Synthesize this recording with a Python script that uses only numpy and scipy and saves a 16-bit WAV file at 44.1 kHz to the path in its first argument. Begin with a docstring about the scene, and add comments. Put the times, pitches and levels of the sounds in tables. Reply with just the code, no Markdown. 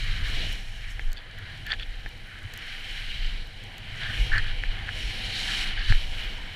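"""Snow hiss swells and fades as a skier carves turns through powder, heard close from inside a sealed case.
The microphone shares the case with a camera: its cavities ring with grains of snow noise.
Behind that, wind heaves, booms and rushes as slowly varying resonant noise. Jolts through the mount are
short low swings of pressure, mount knocks are filtered contacts, crystals ticking on the shell are clicks
in three resonances, and gritty rubs on the case are stuttering coarse grains."""
import sys
import numpy as np
from scipy import signal
from scipy.io import wavfile
from scipy.ndimage import uniform_filter1d

SR = 44100
rng = np.random.default_rng(int(sys.argv[2]) if len(sys.argv) > 2 else 0)


def wav_record(signal):
    """Record a signal, one row per channel, as 16-bit PCM in the file named by sys.argv[1]."""
    frames = np.transpose(np.atleast_2d(signal))
    bounded = np.clip(frames, -1, 1)
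    # unit amplitude maps onto the largest positive 16-bit level
    quanta = np.round(bounded * 32767).astype(np.int16)
    wavfile.write(sys.argv[1], SR, quanta)


def undo_db(level):
    """Turn decibels back into plain size, where 20 dB means ten times bigger."""
    steps = np.asarray(level, float) / 20
    return 10 ** steps


N = 288855  # samples

# Wind on the case: (t/s, slow buffeting level/dB, case boom level/dB, rush over the shell level/dB)
WIND_GUSTS = [(0.03, -25.5, -41, -54.5), (0.43, -27, -40, -44), (0.65, -35.5, -49, -54),
              (1.03, -32.5, -47, -58), (1.21, -44, -50.5, -57.5), (1.57, -42, -41.5, -54.5),
              (1.94, -32.5, -52, -58.5), (2.13, -40.5, -47, -57), (2.3, -43.5, -54, -56.5),
              (2.55, -44.5, -47.5, -54.5), (2.73, -42, -51, -55.5), (3.19, -30, -49, -53),
              (3.39, -30.5, -48.5, -53.5), (3.52, -41.5, -52.5, -56.5), (3.75, -45, -47.5, -52.5),
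              (3.93, -40.5, -41.5, -53.5), (4.26, -33, -36, -44), (4.39, -28, -36, -51.5),
              (4.59, -27.5, -48, -50), (4.79, -36, -40.5, -49.5), (5.44, -36, -43.5, -47.5),
              (5.84, -27, -48, -52), (6.02, -27.5, -48, -51.5), (6.22, -31, -46.5, -50.5),
              (6.44, -36, -47, -53.5), (6.55, -48.5, -40.5, -53)]
# Resonances filled by each kind of wind noise: (f/Hz, width/Hz, relative level/dB)
BUFFET_MODES = [(19, 14, 0), (38, 16, -9)]
BOOM_MODES = [(67.6, 25, -11), (93.9, 40.6, -1.5), (141, 170, -28.5)]
RUSH_MODES = [(192.3, 105, 2.5), (311, 210, -4), (483, 133, -3), (648, 110, -2.5), (771, 124, -0.5),
              (950, 300, -7.5)]

# Crystals on the shell: (t/s, relative level/dB, brightness/0-1)
CRYSTAL_HITS = [(0.0434, -42, 0.7), (0.2663, -45, 0.65), (0.2834, -38, 0.7), (0.301, -39, 0.6),
                (0.3584, -46, 0.6), (0.5294, -32, 1), (1.1188, -40, 0.55), (1.1308, -28.5, 0.8),
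                (1.3122, -47, 0.3), (1.3867, -40, 0.9), (1.5758, -46, 0.5), (1.6666, -31.5, 1),
                (1.7185, -52, 0.7), (2.09, -40, 1), (2.3944, -52, 0.9), (2.538, -30, 0.77),
                (2.576, -29.5, 0.97), (2.6688, -44, 0.7), (2.8524, -45, 0.7), (3.473, -44, 0.9),
                (3.6387, -40, 0.7), (3.7818, -34.5, 0.8), (4.3816, -26.5, 0.1)]
# Shell resonances, low to high: (f/Hz, width/Hz)
SHELL_MODES = [(4400, 430), (7000, 3600), (12000, 6500)]

# Gritty rubs against the case: (t/s, length/s, level/dB, brightness/0-1)
CASE_RUBS = [(1.159, 0.039, -46, 0.87), (1.367, 0.028, -39.5, 0.16), (1.409, .03, -45, 0.1),
             (1.653, 0.056, -39, 0.2), (1.695, 0.011, -41, 0.54), (1.707, 0.03, -31.5, 0.43),
             (1.788, 0.038, -39.5, 0.85), (4.005, 0.1, -32, 0.08), (4.112, 0.066, -36.5, 0.12),
             (4.312, 0.08, -31.5, 0.05), (4.43, 0.086, -41, 0.16), (4.864, 0.028, -32.5, 0.04),
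             (5.473, 0.062, -36.5, 0.46), (5.765, 0.054, -32.5, 0.24), (5.886, 0.017, -29, 0.35)]
# Cavities rung by dull and by bright rubs: (f/Hz, width/Hz, relative level/dB)
DULL_RUB_MODES = [(1668, 420, 7), (716, 270, -13)]
BRIGHT_RUB_MODES = [(2630, 1160, 3.5), (3390, 450, 6), (4430, 410, 1.5)]

# Knocks of the mount: (t/s, contact peak level/dB, f/Hz, case body relative level/dB)
KNOCKS = [(0.9946, -19, 1860, -3.5), (1.7045, -25, 1690, -7), (1.7214, -24.5, 1580, 1),
          (1.73, -17, 1850, -5), (2.0612, -23, 1810, 2), (4.359, -20.5, 1690, -1), (4.3829, -22, 1760, -14),
          (4.6369, -15.5, 1810, -6), (4.8903, -19.5, 1750, -42), (5.9237, -11, 1730, -4)]
# Ringing of the case body behind each knock: (f/Hz, relative level/dB, time to fall by 60 dB/s)
BODY_MODES = [(473, -27, 0.0067), (813, -26.5, 0.022), (1780, -14.5, 0.026)]

# Jolts through the mount: (t/s, peak level/dB, f/Hz, length/s, push 1 or pull -1)
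MOUNT_JOLTS = [(1.085, -17, 21, .035, 1), (2.457, -31, 95, .012, 1), (3.27, -20, 22, .035, 1),
               (4.217, -15, 40, .022, -1), (4.335, -16, 20, .03, 1), (4.434, -19, 22, .025, -1),
               (4.695, -19, 25, .02, -1), (5.058, -25, 45, .03, 1), (5.897, -11, 20, .011, 1),
               (5.912, -9, 20, .012, -1), (5.906, -25, 170, .004, -1), (5.912, -16, 98, .013, 1),
               (5.951, -10, 19, .03, 1)]

# The turns: (t/s, edge pressure as carving hiss level/dB, spray level/dB, airborne fine powder level/dB)
SKI_TURNS = [(0.0, -40.5, -43.5, -54), (.22, -39.5, -46, -57.5), (.4, -35.5, -39, -53),
             (.52, -37.5, -46, -52), (.62, -46, -54, -59), (.76, -48, -56, -61), (.85, -45, -52.5, -63),
             (1.08, -52, -58.5, -64), (1.22, -52, -58, -80), (1.6, -47, -55.5, -65.5),
             (1.95, -50.5, -56, -67), (2.4, -50, -58.5, -68.5), (2.68, -42, -49.5, -60.5),
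             (2.95, -39, -47, -55.5), (3.3, -40, -44, -62), (3.48, -50.5, -55.5, -68.5),
             (3.92, -43, -51.5, -66.5), (4.06, -39.5, -46, -60.5), (4.2, -36, -43.5, -51),
             (4.38, -39, -46, -58.5), (4.56, -41.5, -52.5, -65), (4.88, -41.5, -49, -63),
             (4.98, -37, -44, -52.5), (5.17, -37.5, -41, -53.5), (5.38, -35, -33, -50.5),
             (5.45, -33, -38.5, -46.5), (5.62, -33, -36, -46), (5.78, -39, -44.5, -68),
             (5.9, -35.5, -37.5, -50.5), (6.08, -42.5, -48.5, -56.5), (6.22, -37.5, -45, -54.5),
             (6.38, -44.5, -52.5, -61), (6.55, -42.5, -51.5, -64)]
# Puffs of powder past the case: (t/s, length/s, level/dB)
POWDER_PUFFS = [(0.31, 0.07, -62), (0.527, 0.013, -63), (0.915, 0.016, -57.5), (3.976, 0.064, -68),
                (5.39, 0.034, -56), (5.515, 0.13, -63)]
# Case cavities rung by each kind of snow hiss: (f/Hz, width/Hz, relative level/dB)
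SCRAPE_MODES = [(1650, 724, -15.5), (1860, 640, -15.5)]
CARVE_MODES = [(2276, 560, -5.5), (2946, 386, -3.5), (3132, 450, -6)]
SPRAY_MODES = [(3920, 1000, -4), (4570, 220, -16.5)]
DUST_MODES = [(5440, 690, 3.5), (6330, 1900, -5), (7660, 1080, -7)]
MIST_MODES = [(9380, 2200, -2), (12700, 4300, -10.5)]
# Levels led by two controls: (level/dB at their means, share of first swing, share of second swing)
SCRAPE_FOLLOWS = (-46, 0.52, 0.05)  # edge pressure, spray
MIST_FOLLOWS = (-66, 0.099, 0.73)  # edge pressure, powder


def rms_one(x):
    """Scale to unit power."""
    return x / np.sqrt(np.mean(x ** 2) + 1e-20)


def in_time(rows):
    """Join the rows by straight lines over time, giving one curve per column after the first."""
    s, *columns = np.transpose(rows)
    return [np.interp(np.arange(N) / SR, s, column) for column in columns]


def follow(law, first, second):
    """A level in dB that follows the swings of two controls about their means."""
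    level_db, share_first, share_second = law
    return level_db + share_first * (first - first.mean()) + share_second * (second - second.mean())


def drift(corner_hz):
    """Slow chance with spread 1: noise through two equal low-pass poles."""
    # drawn at every 40th sample, and joined by straight lines
    r = np.exp(-80 * np.pi * corner_hz / SR)
    noise = rng.standard_normal(N // 40 + 2002)
    slow = signal.lfilter([1], [1, -2 * r, r * r], noise)[2000:]
    return np.interp(np.arange(N) / 40, np.arange(len(slow)), rms_one(slow))


def resonate(x, hz, width_hz):
    """Two equal resonators in a row: a peak with steep skirts."""
    r, w = np.exp(-np.pi * width_hz / SR), 2 * np.pi * hz / SR
    section = [(1 - r * r) / 2, 0, -(1 - r * r) / 2, 1, -2 * r * np.cos(w), r * r]
    return signal.sosfilt([section, section], x)


def ring(clicks, hz, t60):
    """A unit click sets a sine ringing from height 1, falling by 60 dB in t60 seconds."""
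    r, w = undo_db(-60 / (t60 * SR)), 2 * np.pi * hz / SR
    return signal.lfilter([0, np.sin(w)], [1, -2 * r * np.cos(w), r * r], clicks + 1e-18)


def hiss(modes, flutter, grain_db, patchy_db, shared_db):
    """Grains of uneven size ring in each resonance; all flutter together, each also on its own."""
    out = 0
    for hz, width_hz, level_db in modes:
        size_db = grain_db * np.minimum(rng.exponential(1, N + SR), 6)
        grains = rng.standard_normal(N + SR) * undo_db(size_db)
        sound = resonate(grains, hz, width_hz)[SR:]  # the first second settles the resonance
        out = out + sound * undo_db(level_db + patchy_db * drift(2.3) + shared_db * flutter)
    return rms_one(out)


def wind():
    """Eddies press on the case: slow heaves, a hollow boom and a thin rush."""
    buffet_db, boom_db, rush_db = in_time(WIND_GUSTS)
    gust = drift(2.26)
    heave = hiss(BUFFET_MODES, gust, grain_db=0, patchy_db=1, shared_db=1)
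    # eddies come at more even strength
    local_power = uniform_filter1d(heave ** 2, size=SR // 8)
    heave = rms_one(heave / (local_power + .05) ** .4)
    boom = hiss(BOOM_MODES, gust, grain_db=3, patchy_db=1.0, shared_db=-0.63)
    rush = hiss(RUSH_MODES, gust, grain_db=4.5, patchy_db=1.83, shared_db=1.28)
    return undo_db(buffet_db) * heave + undo_db(boom_db) * boom + undo_db(rush_db) * rush


def ticks():
    """Hard crystals are bare clicks in three shell resonances; fainter ones fall at random."""
    clicks = np.zeros((3, N)) + 1e-18
    mode_brightness = np.array([0, .5, 1])
    for s, level_db, brightness in CRYSTAL_HITS:
        clicks[:, round(s * SR)] = undo_db(level_db - 25.0 * (brightness - mode_brightness) ** 2)
    # about six a second in each of the two upper resonances
    falls = rng.random((2, N)) < 6 / SR
    clicks[1:] += falls * undo_db(-56 + 3.0 * np.minimum(rng.exponential(1, (2, N)), 3))
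    out = np.zeros(N)
    for mode_clicks, (hz, width_hz) in zip(clicks, SHELL_MODES):
        out += 30600.0 / width_hz * resonate(mode_clicks, hz, width_hz)
    return out


def rubs():
    """Stick and slip: stuttering coarse grains; dull rubs ring lower cavities, bright ones upper ones."""
    t, stutter, out = np.arange(N) / SR, drift(103.0), np.zeros(N)
    dull = hiss(DULL_RUB_MODES, stutter, grain_db=3.0, patchy_db=-3.5, shared_db=-1.0)
    bright = hiss(BRIGHT_RUB_MODES, stutter, grain_db=11.0, patchy_db=-3.0, shared_db=2.5)
    for s, length, level_db, brightness in CASE_RUBS:
        rise = (t - s) / 0.011
        fall = (s + length - t) / 0.015 + 1
        stroke = np.clip(np.minimum(rise, fall), 0, 1)
        share = np.clip(brightness, 0, 1)
        out += undo_db(level_db) * stroke * (np.sqrt(1 - share) * dull + np.sqrt(share) * bright)
    return out


def knocks():
    """A plastic contact rings briefly at its own pitch, with the case body behind it."""
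    out, contact = np.zeros(N), np.zeros(SR // 10)
    contact[:7] = np.hanning(7)
    body = sum(undo_db(db) * ring(contact, hz, t60) for hz, db, t60 in BODY_MODES)
    high_pass = signal.butter(2, 500, "high", fs=SR, output="sos")  # Hz
    thin = signal.sosfilt(high_pass, contact)
    for s, peak_db, hz, body_db in KNOCKS:
        snap = resonate(thin, hz, width_hz=640)
        knock = snap / snap.max() + undo_db(body_db) * body
        out[round(s * SR):][:len(snap)] += undo_db(peak_db) * knock
    return out


def jolts():
    """Each jolt is a swing of pressure with rebounds on either side, under a bell-shaped envelope."""
    out, t = np.zeros(N), np.arange(N) / SR
    for s, peak_db, hz, length, push in MOUNT_JOLTS:
        near = slice(int((s - .2) * SR), int((s + .2) * SR))
        lag = t[near] - s
        bell = np.exp(-(lag / length) ** 2)
        out[near] += np.sign(push) * undo_db(peak_db) * bell * np.cos(2 * np.pi * hz * lag)
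    return out


def snow():
    """Five kinds of snow noise swell with the turns, roughened together by the bumps under the skis."""
    carve_db, spray_db, powder_db = in_time(SKI_TURNS)
    t = np.arange(N) / SR
    puffs = sum(undo_db(db) * np.exp(-((t - s) / length) ** 2) for s, length, db in POWDER_PUFFS)
    scrape_db = follow(SCRAPE_FOLLOWS, carve_db, spray_db)
    mist_db = follow(MIST_FOLLOWS, carve_db, powder_db)
    bumps = 0.089 * drift(15.0) + .5 * drift(27.0)
    scrape = hiss(SCRAPE_MODES, bumps, grain_db=1.5, patchy_db=2.75, shared_db=0.2)
    carve = hiss(CARVE_MODES, bumps, grain_db=2.5, patchy_db=.6, shared_db=1.6)
    spray = hiss(SPRAY_MODES, bumps, grain_db=2.5, patchy_db=1.1, shared_db=1.7)
    dust = hiss(DUST_MODES, bumps, grain_db=3.5, patchy_db=1.1, shared_db=1.5)
    mist = hiss(MIST_MODES, bumps, grain_db=2.0, patchy_db=1.0, shared_db=0.8)
    ground = undo_db(scrape_db) * scrape + undo_db(carve_db) * carve + undo_db(spray_db) * spray
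    # puffs reach the mist 6.5 dB weaker than the dust
    airborne = (undo_db(powder_db) + puffs) * dust + (undo_db(mist_db) + undo_db(-6.5) * puffs) * mist
    return ground + airborne


def scene():
    """All sources meet at the one microphone inside the case."""
    return (wind() + ticks() + rubs() + knocks() + jolts() + snow())[None]


def top_cut(x):
    """Nothing passes above the cut-off."""
    return signal.sosfilt(signal.butter(12, 15400, fs=SR, output="sos"), x)


def record(dry):
    """The microphone adds its own hiss, white noise dulled by a low-pass."""
    low_pass = signal.butter(2, 9100, fs=SR, output="sos")  # Hz
    mic_hiss = signal.sosfilt(low_pass, rng.standard_normal(dry.shape))
    mix = dry + undo_db(-63.5) * mic_hiss  # dB, of the noise ahead of the low-pass
    return top_cut(mix)


dry = scene()
out = record(dry)
wav_record(out)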